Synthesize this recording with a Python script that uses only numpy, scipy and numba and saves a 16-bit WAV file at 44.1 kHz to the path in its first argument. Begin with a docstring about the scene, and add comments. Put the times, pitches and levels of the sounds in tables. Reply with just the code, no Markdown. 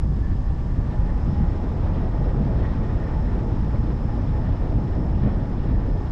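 """Wind over a small camera on a hang glider in steady flight, open sky, no echoes.
From the start, filtered noises make the wind: big eddies buffet the port, smaller ones roar, rush and hiss.
Narrow noise bands whistle beside them as wires and tubes shed vortices; short spits of air join from 0.3 s.
The low roar grows by 2 s, the middle wire sings out in short notes near 2.6-3.1 s and again near 5.2 s,
and a hard buffet comes at 5.7 s. The thinnest wire and the tubes whistle higher as the air speeds up."""
import sys
import numpy as np
from scipy import signal
from scipy.fft import rfft, irfft, next_fast_len
from scipy.io import wavfile
from scipy.ndimage import uniform_filter1d
from numba import njit

SR = 44100
rng = np.random.default_rng(int(sys.argv[2]) if len(sys.argv) > 2 else 0)


def waveform_to_disk(signal):
    """Save audio, clipped to [-1, 1], as 16-bit WAV at the path in sys.argv[1]."""
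    frames = np.transpose(np.atleast_2d(signal))
    scaled = np.clip(frames, -1, 1) * 32767
    samples = np.round(scaled).astype(np.int16)
    wavfile.write(sys.argv[1], SR, samples)


N = 269451  # length [samples]
T = np.arange(N) / SR  # time [s]


def undb(db):
    """Turn decibels into a gain."""
    return 10 ** (np.asarray(db) / 20)


def unit(x):
    """Scale a signal to an rms (average strength) of 1."""
    return x / np.sqrt(np.mean(x ** 2))


def columns(table):
    """Draw straight lines between the rows of a table: one curve per column after the time."""
    times_s, *values = np.transpose(table)
    return [np.interp(T, times_s, column) for column in values]


def swells(table):
    """Raise or lower levels [dB] by a smooth bell per row; the bells of each column add up."""
    total_db = 0
    for middle_s, length_s, *db in table:
        bell = np.exp(-(2 * (T - middle_s) / length_s) ** 2)
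        total_db = total_db + np.outer(db, bell)
    return total_db


def walk(rate):
    """Wander at random: draw `rate` values per second, hold each, then smooth twice; rms 1."""
    hold = int(SR / rate)
    steps = np.repeat(rng.standard_normal(N // hold + 1), hold)
    smooth = uniform_filter1d(uniform_filter1d(steps, hold), hold)
    return unit(smooth[:N])


def evened(x, share, span_s):
    """Divide a sound by part of its own swell, so that its strength varies less."""
    span = int(span_s * SR)
    power = unit(x) ** 2
    for _ in range(3):
        power = uniform_filter1d(power, span)
    swell = power + .01  # keeps the division safe in quiet gaps
    return x / swell ** (np.clip(share, 0, 1) / 2)


@njit
def svf(x, hz, width):
    """Let through a band of `width` Hz around a moving centre (a state-variable filter)."""
    y, band, low = np.empty(len(x)), 0., 0.
    for i in range(len(x)):
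        g, damping = np.tan(np.pi * hz[i] / SR), width / hz[i]
        v = (band + g * (x[i] - low)) / (1 + g * (g + damping))
        band, low, y[i] = 2 * v - band, low + 2 * g * v, damping * v
    return y


def turbulence(levels_db, blend_octaves=.8, even_s=0.065):
    """Split the wind's colour among unrelated noises, one per eddy size, each with its own flicker."""
    # colour of the turbulence at the port: (frequency [Hz], relative level per Hz [dB])
    wind_colour = [(10, -4), (18, -9), (37, 2), (72, -2.5), (146, -6), (200, -11.5), (256, -14.5),
                   (320, -18), (400, -23), (500, -25), (760, -29.5), (1050, -34.5), (1400, -39),
                   (2100, -45), (3500, -48.5), (4600, -55), (7900, -67), (9000, -75.5), (11500, -82)]
    # borders between neighbouring eddy sizes: (frequency [Hz])
    layer_edges_hz = [42, 90, 220, 400, 750, 2050, 5200]
    # heave, buffet, rumble, low roar, high roar, mid rush, rush, hiss:
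    # (flicker [dB rms], flicker rate [per s], evenness of strength [0-1])
    eddy_layers = [(0, 20, 0.97), (0.23, 42, 0.95), (1, 45, 0.95), (1.64, 60, 0.6), (2.13, 70, 0.6),
                   (0.98, 40, 0), (1, 90, 0.2), (0, 40, .1)]
    size = next_fast_len(N)
    octave = np.log2(np.maximum(np.arange(size // 2 + 1) * SR / size, 1))
    hz, db = np.transpose(wind_colour)
    colour = undb(np.interp(octave, np.log2(hz), db, left=-60))
    # the share of power below each edge fades from 1 to 0 across the edge
    below = [np.clip(.5 - (octave - np.log2(edge)) / blend_octaves, 0, 1) for edge in layer_edges_hz]
    shares = np.diff([0 * octave, *below, 1 + 0 * octave], axis=0)
    out = 0
    for share, level_db, (flicker_db, rate, even) in zip(shares, levels_db, eddy_layers):
        spectrum = rfft(rng.standard_normal(size)) * colour * np.sqrt(np.maximum(share, 0))
        eddies = irfft(spectrum, size)[:N]
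        flickering = evened(eddies, even, even_s) * undb(flicker_db * walk(rate))
        out = out + unit(flickering) * undb(level_db)
    return out


def wires(pitches_hz, levels_db, waver=0.0027, flutter_rate=35, lock_in=.8):
    """Whistle as air sheds vortices: narrow noise bands whose pitch wavers and strength flutters."""
    # thick wire, middle wire, thinnest wire, its breathy fringe, two tubes:
    # (width of the narrower filter [Hz], flutter [dB rms])
    whistle_bands = [(28.4, 1.5), (112, 1.5), (145, 1.3), (523, 0.5), (60, 1.3), (71.6, 0.7)]
    out = 0
    for (width_hz, flutter_db), hz, level_db in zip(whistle_bands, pitches_hz, levels_db):
        centre_hz = hz * (1 + waver * walk(13.0))
        narrow = svf(rng.standard_normal(N), centre_hz, 1. * width_hz)
        shed = svf(narrow, centre_hz, 3.9 * width_hz)
        # shedding locks to the wire's own motion and keeps a steadier strength
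        steady = evened(shed, lock_in, 0.026)
        out = out + unit(steady * undb(flutter_db * walk(flutter_rate))) * undb(level_db)
    return out


def spits(width_hz=1500.0, rise_s=0.0048, fade_s=0.0096, sink_per_s=8):
    """Puff air briefly across the port: noise with a quick rise, a short fade and a sinking colour."""
    # (start [s], level before the rise and fade reduce it [dB], starting frequency [Hz])
    spit_times = [(0.3094, -53, 2810), (1.0597, -51, 3200), (1.411, -55, 3440), (1.689, -51, 3370),
                  (1.9394, -52, 3500), (2.239, -49, 3720), (2.6, -52, 3000), (2.6494, -48, 2770),
                  (2.685, -51, 3200), (3.39, -51, 2800), (4.3124, -57, 2600), (4.455, -55.5, 2980),
                  (4.696, -52.5, 3840), (4.7185, -49, 2300), (4.87, -50, 2780), (5.145, -49, 2900),
                  (5.2315, -52, 3000), (5.264, -51, 2760), (5.6381, -52, 3030)]
    shape, centre_hz = 0, np.full(N, 3e3)
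    for start_s, db, hz in spit_times:
        age = np.maximum(T - start_s, 0)
        shape = shape + undb(db) * (1 - np.exp(-age / rise_s)) * np.exp(-age / fade_s)
        sinking_hz = hz / (1 + sink_per_s * np.minimum(age, .05))
        centre_hz = np.where(age > 0, sinking_hz, centre_hz)
    noise = svf(rng.standard_normal(N), centre_hz, width_hz)
    return shape * unit(svf(noise, centre_hz, width_hz))


def scene():
    """Mix wind and whistling rigging; air speed, gusts and small puffs set their levels."""
    # gusts and lulls: (middle [s], length [s], buffet [dB], rumble [dB], roar [dB], rush [dB])
    gust_bells = [(.06, 0.18, 2, 3, 1, -3), (.25, 0.096, 2, -6, -0.5, -1), (.31, 0.096, 1, 4, 0.5, 0.5),
                  (.43, 0.085, -2, 0, -4, -2.5), (.49, 0.036, 7, -1, 2.5, 1),
                  (.65, 0.38, -4, -2, -1.5, -1.5), (.79, 0.037, 1, 4.5, 8.5, 0),
                  (.93, .07, -5, -1.5, 2.5, 0.5), (1.02, 0.099, 5.5, 2, 3, 1),
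                  (1.19, 0.12, 0, -4, -0.5, -1.5), (1.3, 0.059, -2, 2, 5, -1), (1.43, 0.15, 3.5, 3, 3.5, 1),
                  (1.56, 0.062, -3, -2.5, 3, -0.5), (1.66, 0.2, -1.5, -5, 3.5, 0),
                  (1.85, 0.05, 5.5, -1, 2.5, 2), (1.96, 0.26, 1, 1.5, 2, 2.5),
                  (2.1, 0.078, 0, -3.5, -2.5, -2), (2.28, 0.063, 3, -1.5, 2.5, 1.5),
                  (2.38, 0.058, 2, 1, -1.5, 0.5), (2.45, 0.15, -2, 4, 3.5, 1), (2.6, 0.1, 5, 2.5, 4, 2),
                  (2.83, 0.071, -2, 1.5, 4.5, 0.5), (3.02, 0.057, -5, -2.5, -2, -0.5),
                  (3.2, 0.11, 0, 1, -2.5, 0), (3.46, 0.055, -3.5, 0, 3, -2.5),
                  (3.62, 0.067, 4.5, 4.5, -7.5, 0), (3.8, 0.064, 3, 5.5, -2, 1.5),
                  (3.9, 0.11, 0, 3.5, 1.5, 1), (4.05, 0.25, -2.5, 0, -5.5, -0.5),
                  (4.31, 0.12, 0.5, 4, -3.5, 2), (4.48, 0.07, -1, 5.5, -6.5, 1),
                  (4.57, 0.092, 1, -4, -2.5, -0.5), (4.65, 0.054, -1, 2.5, 1.5, 0.5),
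                  (4.75, 0.1, 3, 2, 2, 0.5), (4.84, 0.077, -4.5, 4, -3, -0.5), (4.92, 0.086, 0, -9, -4, -2),
                  (5.03, 0.11, -1, 2, 0, -3), (5.13, 0.047, 4, -1, 0.5, -1), (5.27, 0.11, 2, 7.5, 5, 4),
                  (5.45, 0.15, -7, 1, -1.5, -1.5), (5.58, 0.21, -2, -0.5, -2, 0),
                  (5.7, 0.055, 8, 6, 1.5, 3), (6.1, 0.25, -3.5, -3, -6, -0.5)]
    # a wire sings out or falls quiet: (middle [s], length [s], thick wire [dB], middle wire [dB])
    singing = [(.27, 0.19, -2, 9), (.5, 0.16, 4, 6.5), (.75, 0.2, -9, 6.5), (.97, .06, 1, 4),
               (1.1, 0.09, 6, 8), (1.4, 0.15, 5.5, 6), (1.75, 0.38, 0.5, -9), (1.93, 0.13, 3.5, 4),
               (2.2, 0.34, 4, 3), (2.4, 0.1, -10, -5), (2.645, 0.04, -3, 11), (2.695, 0.038, -2, 10),
               (2.905, 0.025, 5, 11), (3.03, 0.023, -2, 13), (3.075, 0.025, -5, 11.5), (3.13, .025, 1, 8),
               (3.18, 0.12, 8.5, 3), (3.3, .12, -1, 4.5), (3.5, 0.18, 0.5, -5), (4.03, 0.079, -2.5, -10),
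               (4.13, 0.11, 7, 5), (4.35, 0.056, 6, 8), (4.48, 0.056, 7, 6), (4.78, 0.15, 3.5, -12),
               (5.233, .02, 0, 13), (5.272, 0.04, 8, 8.5), (5.75, 0.23, -1, 8.5), (5.96, 0.12, 1, 7)]
    # the thinnest wire, whose pitch tells the air speed: (time [s], pitch [Hz], level [dB])
    thin_wire = [(0, 5127, -72.5), (.55, 5123, -75), (.9, 5220, -75), (1.3, 5265, -69), (1.6, 5243, -71.5),
                 (2.0, 5226, -72), (2.6, 5274, -71.5), (3.1, 5282, -70.5), (3.45, 5265, -70.5),
                 (3.8, 5250, -70.5), (4.2, 5220, -69.5), (4.65, 5246, -72), (5.0, 5263, -70),
                 (5.35, 5220, -72), (5.65, 5200, -71.5), (6.11, 5176, -71.5)]
    # the two heavier wires, each in its own patch of air:
    # (time [s], thick wire pitch [Hz], middle wire pitch [Hz])
    heavy_pitch = [(0, 756, 1760), (.5, 781, 1752), (.95, 827, 1802), (1.15, 832, 1806), (1.42, 820, 1872),
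                   (1.9, 866, 1900), (2.3, 840, 1835), (2.68, 862, 1876), (2.92, 846, 1840),
                   (3.2, 868, 1790), (3.7, 848, 1847), (4.12, 825, 1790), (4.45, 860, 1800),
                   (4.8, 847, 1850), (5.25, 858, 1830), (5.7, 842, 1810), (6.11, 836, 1800)]
    # buffet, rumble, mid rush, rush, thick wire, middle wire:
    # (level at cruise [dB], change per % of extra air speed [dB])
    with_speed = [(-24, -0.5), (-27, 0.5), (-45, 1.7), (-59, 0.64), (-49.5, 1.5), (-58.5, 2)]
    # slow drift: (time [s], low roar level [dB], high roar level [dB], hiss level [dB])
    slow_drift = [(0, -36.5, -46.5, -67.5), (.55, -39.5, -44.5, -67.5), (1.0, -36.5, -42.5, -67.5),
                  (1.6, -36.5, -42, -68.5), (2.0, -32.5, -39, -69.5), (2.4, -33.5, -36.5, -69),
                  (2.9, -36, -39.5, -69), (3.45, -31.5, -39.5, -68), (4.1, -32, -39.5, -69),
                  (4.8, -32.5, -38, -69.5), (5.6, -33, -39, -70.5), (6.11, -32, -38.5, -69.5)]
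    # the two tubes: (level [dB])
    tubes_db = [-57, -54.5]
    cruise_hz = 5250  # pitch of the thinnest wire at cruise

    thin_hz, thin_db = columns(thin_wire)
    speed = thin_hz / cruise_hz
    faster = 100 * (speed - 1)  # air speed above cruise [%]
    speed_levels = [db + slope_db * faster for db, slope_db in with_speed]
    buffet_db, rumble_db, mid_db, rush_db, *sung_db = speed_levels
    low_db, high_db, hiss_db = columns(slow_drift)

    buffet, *gust = swells(gust_bells)
    # small puffs, 16 random values per s, move roar and rush one way and rumble the other [dB rms]
    rumble, roar, rush = gust + np.outer([-0.53, 0.6, 0.33], walk(16))
    # buffet, rumble and low roar break up together into blows and gaps, 30 values per s [dB rms]
    broken = np.outer([1.15, 1.22, 1.07], walk(30))
    # the factors are the share of a neighbour's gust that each layer feels
    wind = turbulence([
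        buffet_db - 2.5 + 0.53 * buffet,  # heave, the slowest eddies
        buffet_db + buffet + broken[0],
        rumble_db + rumble + broken[1],
        low_db + roar + broken[2],
        high_db + 0.6 * roar,
        mid_db + 0.97 * rush,
        rush_db + rush,
        hiss_db])
    wind = wind + spits()

    # the tubes' pitch follows the thinnest wire's, exaggerated by the power 1.8
    tubes_hz = np.outer([1188, 964], speed ** 1.8)
    fringe_hz, fringe_db = 0.98 * thin_hz, thin_db + 1.5
    rigging = wires([*columns(heavy_pitch), thin_hz, fringe_hz, *tubes_hz],
                    [*(sung_db + swells(singing)), thin_db, fringe_db, *tubes_db])
    return (wind + rigging)[None]


def record(dry):
    """Take out part of the swell as the camera's gain control does, round peaks and cut the top."""
    round_at = 0.54  # ceiling that the peaks bend towards
    top_hz = 11900
    ridden = evened(dry, share=0.17, span_s=0.041)
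    rounded = round_at * np.tanh(ridden / round_at)
    top_cut = signal.ellip(8, .2, 60, top_hz, fs=SR, output="sos")
    return signal.sosfilt(top_cut, rounded)


dry = scene()
out = record(dry)
waveform_to_disk(out)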